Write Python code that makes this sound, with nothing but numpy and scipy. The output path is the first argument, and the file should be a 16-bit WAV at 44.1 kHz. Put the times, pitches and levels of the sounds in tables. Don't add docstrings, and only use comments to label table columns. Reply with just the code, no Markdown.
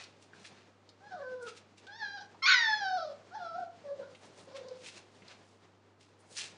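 import sys
import numpy as np
from scipy import signal
from scipy.fft import rfft, irfft, next_fast_len
from scipy.io import wavfile
from scipy.ndimage import uniform_filter1d, map_coordinates

SR = 44100
rng = np.random.default_rng(int(sys.argv[2]) if len(sys.argv) > 2 else 0)


def bounce(signal):
    frames = np.transpose(np.atleast_2d(signal))
    limited = np.clip(frames, -1, 1)
    pcm = np.round(limited * 32767).astype(np.int16)
    wavfile.write(sys.argv[1], SR, pcm)


N = 290089
TIME = np.arange(N) / SR

# frequency in Hz, relative density in dB per Hz.
AIR = [(30, -45.5), (55, -17.5), (75, -17.5), (120, -14), (180, -5.5), (300, -1.5), (600, -8.5),
       (1200, -11), (2500, -21.5), (5000, -32.5), (10000, -41)]
AIR_DB = -67.5
HUM_HZ, HUM_DB = 99.5, -70.5

# time in seconds, level in dB before flicker.
STIR = [(0, -62.5), (.6, -64), (.8, -68.5), (1.2, -61.5), (1.7, -65), (4.2, -60.5), (5.45, -62.5),
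        (5.75, -69.5), (5.97, -70.5), (6.58, -60)]
# frequency in Hz, relative density in dB per Hz.
STIR_COLOUR = [(30, -54), (60, -26), (130, -3.5), (200, 1.5), (280, -4.5), (400, 1), (700, -3), (1300, -10),
               (2500, -13.5), (4500, -16), (7000, -21.5), (10000, -36.5)]

# frequency in Hz, time to decay by 60 dB in seconds.
ROOM_T60 = [(500, 0.37), (1500, 0.39), (4000, 0.25), (9000, 0.047)]

# start in seconds, peak of the direct sound in dB, centre in Hz.
KNOCKS = [(.333, -45, 1480), (1.135, -53, 158), (2.345, -47.5, 840), (4.01, -52, 230), (4.426, -53, 180),
          (5.219, -54, 170)]
# start in seconds, peak of the direct sound in dB, centre in Hz.
SNAPS = [(.0375, -41.5, 4230), (.4485, -43, 2030), (.8907, -46.5, 4320), (1.4706, -42, 2990),
         (1.8677, -46.5, 3660), (4.149, -46, 2745), (4.559, -46, 2780), (4.684, -43.5, 4720),
         (4.861, -39.5, 2680), (5.2206, -52, 2260), (5.2804, -44, 4110), (6.3723, -32.5, 5660),
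         (6.3807, -32.5, 5740), (6.4094, -33, 2930)]
# frequency in Hz, relative density in dB per Hz.
PAPER = [(290, -37.5), (500, -15), (1050, -9.5), (1640, -4), (1980, -2.5), (2670, 1.5), (2990, -2.5),
         (3930, -1), (5370, -4), (5790, -4), (9910, -15), (12900, -70), (21800, -120)]
# peak time in seconds, level at the peak in dB, swell in seconds,
# fade in seconds (both to 20 dB down), crispness as treble tilt in dB per octave.
STROKES = [(.008, -49, 0.13, 0.095, -3.5), (.228, -61.5, 0.038, 0.0544, 3.5), (.362, -65, 0.035, 0.1, 0),
           (0.465, -52.5, 0.061, 0.047, 0.5), (.575, -62.5, 0.1, 0.18, -5), (1.426, -60, 0.014, 0.034, 12),
           (1.484, -47.5, 0.031, 0.044, -0.5), (1.575, -52.5, 0.031, 0.029, 1),
           (1.782, -59, 0.017, 0.037, 1), (4.26, -67, 0.21, 0.059, 8.5), (4.395, -60.5, 0.071, 0.099, 5),
           (4.566, -47.5, 0.019, 0.035, -2.5), (4.87, -50, .1, .12, 1), (4.974, -50, 0.029, 0.028, .5),
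           (5.15, -72.5, .1, 0.16, 5), (5.312, -53.5, 0.078, .06, -5), (5.48, -72.5, 0.14, 0.22, 5.5),
           (6.009, -63, .015, 0.12, 1), (6.205, -69.5, .02, 0.023, 24), (6.33, -58.5, 0.068, .08, 10.5),
           (6.379, -39.5, 0.031, 0.1, 2.5), (6.421, -48.5, 0.029, 0.078, -0.5)]

# frequency in Hz before the shift of the cry, relative gain in dB.
MOUTH = [(850, -10.5), (1050, -3), (1350, 7.5), (1550, -1.5), (1750, -9), (2000, -30.5), (2400, -27.5),
         (3500, -96.5)]
# frequency in Hz, relative gain in dB.
EDGE = [(1900, -41.5), (2600, -18.5), (3000, -2.5), (3500, 2.5), (4200, 3), (4700, 2), (5250, 2),
        (5800, -5.5), (6700, -19), (7300, -40), (9000, -76)]
# frequency in Hz, relative density in dB per Hz.
RASP = [(600, -46), (1000, -19), (1500, 9), (1800, -1.5), (2300, 5), (2700, -3.5), (3300, -5), (4400, 3.5),
        (5200, -32), (6800, -7.5), (7600, -56.5), (10000, -64)]

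# time in seconds, pitch in Hz, level in dB before the common
# trim in puppy(), mouth opening as overtones over fundamental in dB.
FALLING_WHINE = [(1.01, 763, -64, -6), (1.055, 824, -58, 2), (1.07, 873, -49.5, -4), (1.098, 837, -62.5, 0),
                 (1.12, 780, -42.5, -3), (1.165, 648, -48.5, -11), (1.232, 513.5, -44.5, -4.5),
                 (1.41, 500.6, -44.5, -10.5), (1.485, 443.7, -48, 3)]
THIN_WHINE = [(1.875, 754, -50.5, 11), (1.92, 850, -51.5, 3), (1.99, 930, -55, -0.5),
              (2.025, 847, -35, 6.5), (2.075, 800, -45, 16.5), (2.17, 813.6, -45, 3.5),
              (2.195, 742.5, -52, -1.5), (2.222, 803, -48.5, -8)]
YELP = [(2.428, 1054, -36.5, 11.5), (2.448, 1093, -28, 3.5), (2.468, 1200, -24, 11), (2.493, 1113, -41, -4),
        (2.52, 1105, -29.5, 9.5), (2.55, 997, -27.5, 19), (2.65, 888.5, -31, 9), (2.74, 854, -29, 5.5),
        (2.8, 834, -43.5, 2.5), (2.84, 785.5, -30.5, -6), (2.9, 745.7, -37.5, -1),
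        (2.96, 734.3, -31, -14.5), (3.0, 671, -39, -3), (3.05, 617, -35.5, -13.5),
        (3.12, 568.6, -49, -17.5)]
MOAN = [(3.315, 681, -51, -1), (3.37, 861, -45.5, -12), (3.42, 707, -42.5, -8), (3.458, 667.6, -38.5, -1),
        (3.505, 655, -51, 2), (3.555, 674, -36, -9), (3.595, 749, -43.5, -13.5), (3.635, 687, -39.5, -15),
        (3.695, 686, -55.5, -25)]
WHIMPER = [(3.845, 591, -53, -19), (3.89, 547, -43.5, -17), (3.935, 571, -43.5, -25), (3.97, 565, -58, -19),
           (4.0, 547.7, -38.5, -26), (4.03, 495, -50.5, -4), (4.08, 542, -54, -19)]
LAST_WHIMPER = [(4.48, 544, -48, -18), (4.52, 517, -62.5, -11), (4.56, 536.3, -39.5, -11.5),
                (4.59, 478.3, -53, -29), (4.617, 494, -42, -25), (4.64, 514.6, -60, -9),
                (4.672, 521.7, -45, -18.5), (4.735, 519.3, -48, -18), (4.765, 494, -63, -9)]
# course, steady hoarseness as a share of the pitch (before jitter scaling), top level of the
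# bright edge in dB (before flare and trim), edge swell in seconds, tiring of the edge in dB per second,
# mouth resonance shift in octaves.
CRIES = [(FALLING_WHINE, 0.0065, -59, 0.081, 16, 0.023), (THIN_WHINE, 0.006, -44.5, 0.067, 9.4, .03),
         (YELP, .004, -27.5, .008, 15, .01), (MOAN, .009, -51, 0.044, 38, .02),
         (WHIMPER, 0.02857, -70.5, 0.018, 3, -0.0096), (LAST_WHIMPER, 0.0269, -61, .02, 2.7, -0.15)]
CRY_ATTACK_S, CRY_RELEASE_S = .008, 0.014

GLIDE_HOARSENESS, FULL_GLIDE_OCTAVES_PER_S = .022, 5.0
FALTER_HOARSENESS, FALTER_SHARE = .025, .1
EDGE_FOLLOWS, EDGE_DB_PER_OCTAVE, EDGE_FLARE_DB = 0.55, 7.5, 8
EDGE_THINS, WIDE_OPEN_DB = 0.16, 10

# start in seconds, attack in seconds to 20 dB down, length in seconds,
# pitch in Hz, level of the tone's fundamental in dB, level of the rasp in dB.
CRACKS = [(2.425, 0.0044, 0.0023, 1300, -40, -50.5), (2.477, .015, 0.039, 1482, -25, -24)]
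CRACK_RELEASE_S = 0.04
RASP_LINGERS_DB, RASP_LINGER_S = -14.5, .25

CUTOFF_HZ = 10100


def from_db(db):
    return 10 ** (np.asarray(db) / 20)


def rms_one(x):
    return x / np.sqrt(np.mean(x ** 2) + 1e-20)


def at_hz(points, hz):
    table = np.array(points)
    return np.interp(np.log(np.maximum(hz, 1)), np.log(table[:, 0]), table[:, 1])


def drift(rate, size):
    knots = rng.standard_normal(8192)
    return 1.1 * map_coordinates(knots, [np.arange(size) * rate / SR], order=2, mode="wrap")


def coloured(x, spectrum):
    size = next_fast_len(len(x) + 2048)
    hz = np.arange(size // 2 + 1) * SR / size
    filtered = irfft(rfft(x, size) * from_db(at_hz(spectrum, hz)), size)
    return rms_one(filtered[:len(x)])


def resonate(x, hz, width_hz):
    r = np.exp(-np.pi * width_hz / SR)
    numerator = np.array([1, 0, -1]) * (1 - r * r) / 2
    return signal.lfilter(numerator, [1, -2 * r * np.cos(2 * np.pi * hz / SR), r * r], x)


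def swell(s, hold_s, attack_s, release_s):
    at = np.flatnonzero((TIME > s - 2 * attack_s) & (TIME < s + hold_s + 2 * release_s))
    t = TIME[at] - s
    rise = np.maximum(-t, 0) / attack_s
    fall = np.maximum(t - hold_s, 0) / release_s
    return at, from_db(-20 * (rise + fall))


def background(flicker_db=2.0):
    stir_db = np.interp(TIME, *np.transpose(STIR)) + flicker_db * drift(25, N)
    stir = from_db(stir_db) * coloured(rng.standard_normal(N), STIR_COLOUR)
    air = from_db(AIR_DB) * coloured(rng.standard_normal(N), AIR)
    hum = from_db(HUM_DB) * np.sqrt(2) * np.sin(2 * np.pi * HUM_HZ * TIME)
    return stir + air + hum


def room(x, wet_db, first_echo_s=0.0056):
    t, edges = TIME[:SR // 2], np.geomspace(80, 12000, 8)
    white, tail = rng.standard_normal((2, len(t))), 0
    for k, (low, high) in enumerate(zip(edges, edges[1:])):
        band_pass = signal.butter(2, [low, high], "band", fs=SR, output="sos")
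        band = signal.sosfilt(band_pass, white[k % 2])
        t60 = at_hz(ROOM_T60, np.sqrt(low * high))
        decay = from_db(-60 * t / t60) * (t > first_echo_s)
        tail = tail + band * decay / np.sqrt(np.sum(decay ** 2))
    return x + from_db(wet_db) * signal.fftconvolve(x, tail)[:N]


def taps(rows, t60, width_share):
    out, t = np.zeros(N + SR), TIME[:SR // 8]
    noises = rng.standard_normal((len(rows), len(t)))
    for (s, peak_db, hz), noise in zip(rows, noises):
        burst = noise * from_db(-60 * t / t60)
        for _ in range(2):
            burst = resonate(burst, hz, hz * width_share)
        start = max(round(s * SR), 0)
        out[start:start + len(t)] += from_db(peak_db) * burst / np.abs(burst).max()
    return out[:N]


def shuffles(grains_per_s=1300, size_db=1.4, friction=0.61, clump_db=1.5):
    sizes = from_db(size_db * np.minimum(rng.exponential(1, N), 3)) * rng.choice([-1, 1], N)
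    grains = rms_one(sizes * (rng.random(N) < grains_per_s / SR))
    clumps = from_db(clump_db * drift(160, N))
    crackle = (grains + friction * rng.standard_normal(N)) * clumps
    out = np.zeros(N)
    for s, peak_db, swell_s, fade_s, tilt in STROKES:
        at, push = swell(s, 0, swell_s, fade_s)
        colour = [(hz, db + tilt * np.log2(hz)) for hz, db in PAPER]
        out[at] += push * from_db(peak_db) * coloured(crackle[at], colour)
    return out


def folds(pitch, hoarse, jitter=0.88, jitter_rate=700, quaver_rate=90, shimmer_db=150):
    size = len(pitch)
    shake = jitter * drift(jitter_rate, size) + drift(quaver_rate, size)
    phase = 2 * np.pi * np.cumsum(pitch * (1 + hoarse * shake)) / SR
    k = np.arange(1, 15)[:, None]
    waves = np.sqrt(2) * np.sin(k * phase + rng.uniform(0, 2 * np.pi, k.shape))
    shimmer = from_db(shimmer_db * np.minimum(hoarse, .02) * np.tanh(drift(quaver_rate, size)))
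    return waves * shimmer, k * pitch


def blend(waves, gains):
    return (waves * gains).sum(0) / np.sqrt((gains ** 2).sum(0))


def course(rows):
    s, *columns = np.transpose(rows)
    at = np.flatnonzero((TIME >= s[0] - CRY_ATTACK_S) & (TIME <= s[-1] + CRY_RELEASE_S))
    attack = (TIME[at] - s[0]) / CRY_ATTACK_S
    release = (s[-1] - TIME[at]) / CRY_RELEASE_S
    gate = np.clip(np.minimum(attack, release) + 1, 0, 1)
    return at, gate, [np.interp(TIME[at], s, c) for c in columns]


def sliding(t, pitch):
    glide = uniform_filter1d(np.abs(np.gradient(np.log2(pitch), t)), size=900)
    return np.minimum(glide / FULL_GLIDE_OCTAVES_PER_S, 1) ** 2


def voice(rows, steady_hoarseness, top_edge_db, edge_swell_s, tires_db_per_s, mouth_shift, flutter_db=1.5,
          tremble_db=2.0, tremble_rate=40, rasping_jitter=0.11, husk_db=-25):
    at, gate, (pitch, level_db, opening_db) = course(rows)
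    t = TIME[at] - TIME[at[0]]
    falter = np.exp((t / t[-1] - 1) / FALTER_SHARE)
    hoarse = steady_hoarseness + GLIDE_HOARSENESS * sliding(t, pitch) + FALTER_HOARSENESS * falter
    waves, hz = folds(pitch, hoarse)

    fundamental_db = level_db - 10 * np.log10(1 + from_db(opening_db) ** 2)
    mouth_db = fundamental_db + opening_db
    edge_db = (top_edge_db + EDGE_FOLLOWS * (mouth_db - mouth_db.max())
               + EDGE_DB_PER_OCTAVE * np.log2(pitch / pitch.max())
               - tires_db_per_s * t + EDGE_FLARE_DB * falter)

    fundamental = waves[0] * from_db(tremble_db * drift(tremble_rate, len(at)))
    mouth = blend(waves[1:], from_db(at_hz(MOUTH, hz[1:] / 2 ** mouth_shift)))
    rasp_gain = from_db(husk_db) + (hoarse / rasping_jitter) ** 2
    mouth = mouth + rasp_gain * coloured(rng.standard_normal(len(at)), RASP)

    flutter = flutter_db * np.array([drift(18.87, len(at)) for _ in hz[2:]])
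    thinning = EDGE_THINS * (WIDE_OPEN_DB - opening_db) * np.log2(hz[2:] / hz[2])
    edge = blend(waves[2:], from_db(at_hz(EDGE, hz[2:]) + thinning + flutter))
    edge = edge * np.minimum(t / edge_swell_s, 1) ** 2

    out = np.zeros(N)
    out[at] = gate * (from_db(fundamental_db) * fundamental + from_db(mouth_db) * mouth + from_db(edge_db) * edge)
    return out


def puppy(level_db=-1.0):
    return from_db(level_db) * sum(voice(*cry) for cry in CRIES)


def crack(cries, second_db=-15, third_db=-13, hoarse=.024, beating_db=-4.5):
    out = np.zeros(N)
    for s, attack_s, length_s, hz, tone_db, rasp_db in CRACKS:
        at, gain = swell(s, length_s, attack_s, CRACK_RELEASE_S)
        waves, _ = folds(np.full(len(at), hz), hoarse)
        tone = waves[0] + from_db(second_db) * waves[1] + from_db(third_db) * waves[2]
        beating = from_db(beating_db) * rms_one(cries[at] * waves[0])
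        pulsed_noise = rng.standard_normal(len(at)) * (1 + 0.31 * waves[0])
        rasp = coloured(pulsed_noise + beating, RASP)
        out[at] += gain * (from_db(tone_db) * tone + from_db(rasp_db) * rasp)

        at, gain = swell(s, length_s, attack_s, RASP_LINGER_S)
        lingering = coloured(rng.standard_normal(len(at)), RASP)
        out[at] += gain * from_db(rasp_db + RASP_LINGERS_DB) * lingering
    return out


def scene():
    snaps = taps(SNAPS, t60=0.039, width_share=0.48)
    knocks = taps(KNOCKS, t60=0.062, width_share=0.56)
    paws = room(shuffles() + snaps + knocks, wet_db=-7.5)
    cries = puppy()
    cries = room(cries + crack(cries), wet_db=-4.0)
    return (background() + paws + cries)[None]


def record(dry):
    low_pass = signal.ellip(10, .2, 70, CUTOFF_HZ, fs=SR, output="sos")
    return signal.sosfilt(low_pass, dry)


dry = scene()
out = record(dry)
bounce(out)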